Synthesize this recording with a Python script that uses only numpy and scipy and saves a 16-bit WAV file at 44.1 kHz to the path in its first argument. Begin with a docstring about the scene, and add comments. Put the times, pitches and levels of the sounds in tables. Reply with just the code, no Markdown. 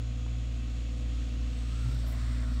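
"""Through an open upstairs window over a quiet road, a street sweeper is heard working slowly along.
Sine waves make the fixed-speed four-cylinder diesel and the suction fan's shaft and blade tones.
Shaped noise makes the engine's rumble, the roar of air and brushes, and thin whistles. A dull tap comes early.
Near the end a rush of gliding noise swells twice, a short low hum of sine waves sounds close by,
and small metal tags tinkle as tiny clicks set them ringing."""
import sys
import numpy as np
from scipy import signal
from scipy.fft import rfft, irfft
from scipy.io import wavfile

SR = 44100
rng = np.random.default_rng(int(sys.argv[2]) if len(sys.argv) > 2 else 0)


def master_out(mix):
    """Clip the mix to full scale and print it as 16-bit PCM to the path in sys.argv[1]."""
    frames = np.transpose(np.atleast_2d(mix))
    ceiling = np.clip(frames, -1, 1)
    pcm = np.round(ceiling * 32767).astype(np.int16)
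    wavfile.write(sys.argv[1], SR, pcm)


N = 114660
T = np.arange(N) / SR  # time in seconds


def amp(db):
    """Turn decibels into a plain multiplier."""
    return 10 ** (np.asarray(db) / 20)


def rms_one(x):
    """Scale a sound to an average (rms) level of 1."""
    return x / np.sqrt(np.mean(x ** 2) + 1e-20)


def curve(rows, column=1):
    """One column of a table, joined by straight lines in time."""
    rows = np.array(rows)
    return np.interp(T, rows[:, 0], rows[:, column])


def drift(rate_hz):
    """Slow random wandering of spread 1: noise smoothed twice, worked out at every 40th sample."""
    step = 40
    r = np.exp(-2 * np.pi * rate_hz * step / SR)
    noise = rng.standard_normal(N // step + 2002)
    slow = signal.lfilter([1], [1, -2 * r, r * r], noise)[2000:]  # drop the filter's start-up
    slow = rms_one(slow - slow.mean())
    return np.interp(np.arange(N) / step, np.arange(len(slow)), slow)


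def window(start, end, fade):
    """Fade in, hold, fade out; each fade is centred on its edge (all in seconds)."""
    return np.clip(np.minimum(T - start, end - T) / fade + .5, 0, 1)


def coloured(points):
    """Spectrum of a noise with the given colour, and its frequencies."""
    hz = np.arange(N // 2 + 1) * SR / N + 1e-3
    points = np.array(points)
    db = np.interp(np.log(hz), np.log(points[:, 0]), points[:, 1], left=-80, right=-80)
    return rfft(rng.standard_normal(N)) * amp(db), hz


def narrow(hz, width_hz):
    """Noise of a given width, partly levelled, riding on a carrier whose pitch may move; rms 1."""
    evenness = 0.37  # 0 leaves the noise uneven, 1 makes its strength steady
    lowpass = signal.butter(2, max(width_hz, 10) / 2, fs=SR, output="sos")
    low = signal.sosfilt(lowpass, rng.standard_normal((2, N + 4000)))[:, 4000:]
    low = low / (np.hypot(*low) + 1e-9) ** evenness
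    turn = 2 * np.pi * np.cumsum(hz + 0 * T) / SR
    return rms_one(low[0] * np.cos(turn) + low[1] * np.sin(turn))


def highpass(x, order, hz):
    """Keep only what lies above a frequency."""
    return signal.sosfilt(signal.butter(order, hz, "high", fs=SR, output="sos"), x)


def ring(clicks, hz, t60):
    """A unit click sets a sine of height 1 ringing; it falls by 60 dB in t60 seconds."""
    r, w = amp(-60 / (t60 * SR)), 2 * np.pi * hz / SR
    return signal.lfilter([0, np.sin(w)], [1, -2 * r * np.cos(w), r * r], clicks + 1e-18)


def tones(hz, levels_db, waver_db, wander_rad):
    """Steady pitches, each wavering in level and phase."""
    total = 0
    for f, db in zip(hz, levels_db):
        level = amp(db + waver_db * drift(4.5))
        turn = 2 * np.pi * (f * T + rng.random()) + wander_rad * drift(1.42)
        total = total + level * np.sqrt(2) * np.sin(turn)
    return total


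CYCLE_HZ, FIRING_S = 14.38, .004  # engine cycles a second; moment of one firing in seconds
FIRING_HZ = 4 * CYCLE_HZ  # four cylinders fire in each cycle
# The exhaust note. Each row: time in seconds, level of the firing tone in dB, level of its octave in dB.
EXHAUST_LEVELS = [(0, -33, -38.5), (.2, -32.5, -39), (.4, -32, -39.5), (.6, -32, -41.5), (.8, -32, -44.5),
                  (1.0, -32, -42), (1.2, -29.5, -44.5), (1.3, -33, -43), (1.43, -29, -41.5),
                  (1.55, -32, -44.5), (1.7, -31, -41), (1.85, -30, -37.5), (2.0, -29.5, -38),
                  (2.15, -31.5, -40.5), (2.3, -29, -39), (2.45, -29.5, -40), (2.6, -28.5, -39.5)]
# Weaker engine tones. Each entry: pitch as a multiple of the cycle rate.
ORDER_MULTIPLES = [2, 6, 7, 12, 14, 16, 19, 20, 22, 23, 24, 28, 32, 38, 42, 44, 46, 48, 51, 76, 130]
# Their loudness, in the same order. Each entry: middle level in dB.
ORDER_LEVELS = [-68, -60, -58, -59, -63, -55, -60, -57, -68, -68, -72, -77, -72, -75, -71, -74, -71, -76,
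                -75, -75, -77]
# Colour of the rumble of engine and body between the tones.
# Each row: frequency in Hz, relative strength in dB per Hz.
RUMBLE_COLOUR = [(5, -21), (20, -16), (35, -12), (60, 1), (90, -4), (130, 0.5), (165, -10.5), (270, -10),
                 (340, -15.5), (400, -22), (520, -17.5), (740, -23), (790, -31), (1000, -26.5), (1500, -33)]


def engine():
    """Firing tone and octave locked together suggest a sharp rise and slow fall; weaker tones run loose."""
    turn = 2 * np.pi * FIRING_HZ * (T - FIRING_S)
    firing = amp(curve(EXHAUST_LEVELS)) * np.sin(turn)
    octave = amp(curve(EXHAUST_LEVELS, column=2) + 0.73 * drift(5.9)) * np.sin(2 * turn)
    exhaust = np.sqrt(2) * (firing + octave)
    rumble_db = -49 + 1 * (T - T.mean())  # rises 1 dB a second
    spectrum, _ = coloured(RUMBLE_COLOUR)
    rumble = amp(rumble_db) * rms_one(irfft(spectrum, N))
    orders = tones(CYCLE_HZ * np.array(ORDER_MULTIPLES), ORDER_LEVELS, waver_db=2.5, wander_rad=0.58)
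    return exhaust + rumble + orders


FAN_SHAFT_HZ = 41.54
# Tones of the six-bladed fan. Each entry: pitch as a multiple of the shaft rate.
FAN_MULTIPLES = [1, 2, 4, 6, 12, 18]
# Their loudness, in the same order. Each entry: level in dB at the middle, before the later sinking.
FAN_LEVELS = [-59.5, -66, -64, -50.5, -61.5, -70]
# Their steady growth, in the same order. Each entry: rise in dB per second.
FAN_RISES = [0.1, 0.1, 0.52, 2.8, 0.79, 0.3]


def fan():
    """Sines at multiples of the shaft rate; six blades make the sixth one the blade tone."""
    sink_db = -5.5 * window(1.7, 10, 0.13)  # pulls down the upper blade tones from 1.7 s to the end
    levels = []
    for multiple, db, rise in zip(FAN_MULTIPLES, FAN_LEVELS, FAN_RISES):
        levels.append(db + rise * (T - T.mean()) + sink_db * (multiple > 6))
    return tones(FAN_SHAFT_HZ * np.array(FAN_MULTIPLES), levels, waver_db=1.5, wander_rad=.5)


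# How the roar changes. Each row: time in seconds, level in dB of its 2400-6300 Hz part,
# share of the late colour from 0 to 1.
ROAR_LEVELS = [(0, -58, 0.13), (.5, -57.5, 0.23), (1.0, -57, 0.3), (1.4, -56, 0.27), (1.6, -55.5, 0.4),
               (1.8, -54, 0.46), (1.95, -55, 0.87), (2.1, -54.5, .85), (2.25, -55, 0.77),
               (2.45, -56.5, .85), (2.6, -55.5, 0.9)]
# Colour of air and brushes at first. Each row: frequency in Hz, relative strength in dB per Hz.
ROAR_EARLY = [(470, -39), (800, -6.5), (941, -19), (1050, -2.5), (1130, -6), (1250, 3), (1380, -7.5),
              (1490, -2), (1750, -6), (2010, -2.5), (2420, -1.5), (2610, 0), (3440, -0.5), (3660, -5.5),
              (4140, -4.5), (4990, -11.5), (6250, -8.5), (6730, -6), (8110, -18.5), (10400, -29.5),
              (12700, -40), (14200, -34), (15700, -30)]
# The brighter colour once the truck has moved on, used above 2100 Hz.
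# Each row: frequency in Hz, relative strength in dB per Hz.
ROAR_LATE = [(1290, -31), (2200, -3), (2450, -2), (2550, 0), (2640, -4.5), (3060, -3), (3660, 0.5),
             (3940, -0.5), (4690, -2), (4880, -6), (5440, -3), (6620, -13.5), (7130, -8), (7740, -8),
             (7930, -9), (8340, -7), (8690, -13), (10400, -23.5), (13900, -24.5), (15200, -23),
             (15700, -24)]
# The lower part of that late colour. Each row: frequency in Hz, relative strength in dB per Hz.
LATE_BASS = [(470, -37), (800, -9), (940, -8), (1100, -3), (1500, -1.5), (2000, -2)]


def roar():
    """Air and brush noise in overlapping bands, blending two colours, lightly pulsed at the firing rate."""
    patchy_db, pulse_depth = .5, .06
    late = np.clip(curve(ROAR_LEVELS, column=2), 0, 1)
    late_colour = LATE_BASS + [row for row in ROAR_LATE if row[0] > 2100]
    together = drift(8.5)  # wavering shared by all bands
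    out = 0
    for colour, share in ((ROAR_EARLY, 1 - late), (late_colour, late)):
        spectrum, hz = coloured(colour)
        reference = irfft(spectrum * (hz > 2400) * (hz < 6300), N)
        spectrum = spectrum / np.std(reference)
        for centre in 560 * 2 ** np.arange(6):  # Hz, an octave apart
            weight = np.clip(1 - abs(np.log2(hz / centre)), 0, 1)
            band = irfft(spectrum * weight, N)
            flicker = amp(patchy_db * (0.63 * together + drift(10.0)))
            out = out + np.sqrt(share) * band * flicker
    pulse = 1 + pulse_depth * np.sin(2 * np.pi * FIRING_HZ * T)
    return amp(curve(ROAR_LEVELS)) * out * pulse


# Thin whistles in the air stream. Each row: start in seconds, length in seconds, pitch in Hz,
# width in Hz, level in dB.
WHISTLES = [(-.1, 1.55, 6750, 150, -71), (-.1, 1.4, 7200, 90, -74), (.9, .35, 8110, 70, -78),
            (1.5, .36, 7800, 50, -72), (1.85, .27, 7630, 60, -72), (1.55, .5, 8250, 150, -71),
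            (2.1, .4, 8200, 260, -68), (2.11, .34, 7200, 240, -69), (1.3, .65, 2690, 80, -68),
            (-.1, .6, 3340, 80, -69), (-.1, 1.4, 2650, 140, -68), (.6, .7, 3450, 150, -70)]


def whistles():
    """Narrow bands of noise that come and go in the air stream."""
    total = 0
    for start, length, hz, width, db in WHISTLES:
        total = total + amp(db) * window(start, start + length, fade=0.058) * narrow(hz, width)
    return total


# The tap's ringing pitches. Each entry: frequency in Hz.
TAP_PITCHES = [560, 780, 950, 1250]


def tap():
    """One small dull tap: a click sets a few low pitches ringing very briefly."""
    click = np.zeros(N)
    click[int(.264 * SR)] = amp(-47.5)
    return sum(ring(click, hz, t60=.02) for hz in TAP_PITCHES)


# Rushes of noise. Each row: start in seconds, length in seconds, pitch in Hz at the start and at the end,
# width in Hz, level in dB at the start and at the end.
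RUSHES = [(1.6, 0.27, 1200, 1390, 110, -67, -55), (1.871, .1, 1300, 1450, 170, -60, -60),
          (2.032, 0.15, 600, 680, 140, -58, -56), (2.03, 0.071, 1200, 1100, 1100, -57.5, -56.5),
          (2.12, 0.42, 1250, 1300, 470, -58.5, -56), (2.12, 0.333, 1950, 1900, 580, -58.5, -58),
          (2.43, 0.073, 1350, 1400, 140, -64, -58), (2.2, 0.294, 670, 660, 54, -66, -63),
          (1.8, 0.7, 12500, 12500, 6000, -80, -81), (1.84, .16, 850, 850, 300, -66, -65),
          (2.552, .08, 1250, 1100, 326, -58, -61), (2.48, 0.14, 1880, 1880, 140, -64, -63)]


def rushes():
    """Fluttering swells of noise around a gliding resonance."""
    total = 0
    for start, length, hz_start, hz_end, width, db_start, db_end in RUSHES:
        ends = [start, start + length]
        level = amp(np.interp(T, ends, [db_start, db_end]) + 1.35 * drift(31.0))  # flutter of 1.35 dB
        noise = narrow(np.interp(T, ends, [hz_start, hz_end]), width)
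        total = total + level * window(*ends, fade=0.021) * noise
    return total


# Loudness of the hum. Each row: time in seconds, level in dB.
HUM_LEVELS = [(1.81, -60), (1.835, -44), (1.855, -36), (1.9, -38.5), (1.94, -35), (1.955, -45), (1.98, -46),
              (2.0, -60)]
# Its faint overtones. Each row: multiple of the hum's pitch, level in dB below the main tone (negative).
HUM_OVERTONES = [(3, -26), (7, -36)]


def hum():
    """A short, nearly pure low tone with faint odd overtones."""
    pitch_hz, zero_s = 125, 1.9126  # an upward zero crossing; it sets the beat with the exhaust octave
    turn = 2 * np.pi * pitch_hz * (T - zero_s)
    shape = np.sin(turn)
    for multiple, db in HUM_OVERTONES:
        shape = shape + amp(db) * np.sin(round(multiple) * turn)
    fade = window(HUM_LEVELS[0][0], HUM_LEVELS[-1][0], .02)
    return np.sqrt(2) * amp(curve(HUM_LEVELS)) * fade * shape


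# Moments when metal tags touch. Each row: time in seconds, click level in dB for the mode struck hardest,
# number of that mode counted from 0.
TOUCHES = [(1.843, -64, 0), (1.85, -69, 4), (1.883, -68, 2), (1.892, -67, 4), (1.9136, -65, 2),
           (1.948, -61, 4), (1.945, -70, 2), (2.0637, -64, 1), (2.0767, -60, 3), (2.0842, -52, 2),
           (2.098, -59, 1), (2.107, -61, 6), (2.113, -57, 1), (2.114, -61, 3), (2.122, -56, 2),
           (2.126, -59, 5)]
# Ways the tags can ring. Each row: pitch in Hz, time to fall by 60 dB in seconds.
TAG_MODES = [(9450, .035), (11100, .05), (11680, .07), (14100, .04), (14400, .04), (14720, .04),
             (15320, .04)]


def tags():
    """Each touch rings one mode hard, the others softly, with a tiny bright tick; a shake adds light touches."""
    touch_s, db, hardest = np.transpose(TOUCHES)
    at = (touch_s * SR).astype(int)
    spread_db = rng.normal(0, 3, (len(at), len(TAG_MODES)))
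    shake = window(2.063, 2.063 + .088, .005)
    touch_chance = 110 / SR  # light touches: 110 a second on average for each mode but the first
    ringing = 0
    for k, (hz, t60) in enumerate(TAG_MODES):
        light = (rng.random(N) < touch_chance) * rng.standard_normal(N)
        clicks = amp(-67) * shake * light * (k > 0)
        clicks[at] = amp(db + np.where(hardest == k, 0, -16 + spread_db[:, k]))
        ringing = ringing + ring(clicks, hz, t60)
    # The last mode's light touches stay in, so they tick as well.
    clicks[at] = amp(db.clip(max=-60) - 1)
    tick_decay = amp(-60 / (.015 * SR))  # falls by 60 dB in .015 s
    tick = signal.lfilter([1], [1, -tick_decay], abs(clicks)) * rng.standard_normal(N)
    hiss = amp(-69 + 3 * drift(60.0)) * shake * rng.standard_normal(N)
    return ringing + highpass(tick, 4, 13200) + highpass(hiss, 6, 10500)


def scene():
    """All sources and a faint hiss floor."""
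    floor = amp(-89) * rng.standard_normal(N)
    machine = engine() + fan() + roar() + whistles()
    nearby = tap() + rushes() + hum() + tags()
    return (machine + nearby + floor)[None]


def record(dry):
    """The treble above 15850 Hz is steeply cut."""
    return signal.sosfilt(signal.ellip(10, .5, 60, 15850, fs=SR, output="sos"), dry)


dry = scene()
out = record(dry)
master_out(out)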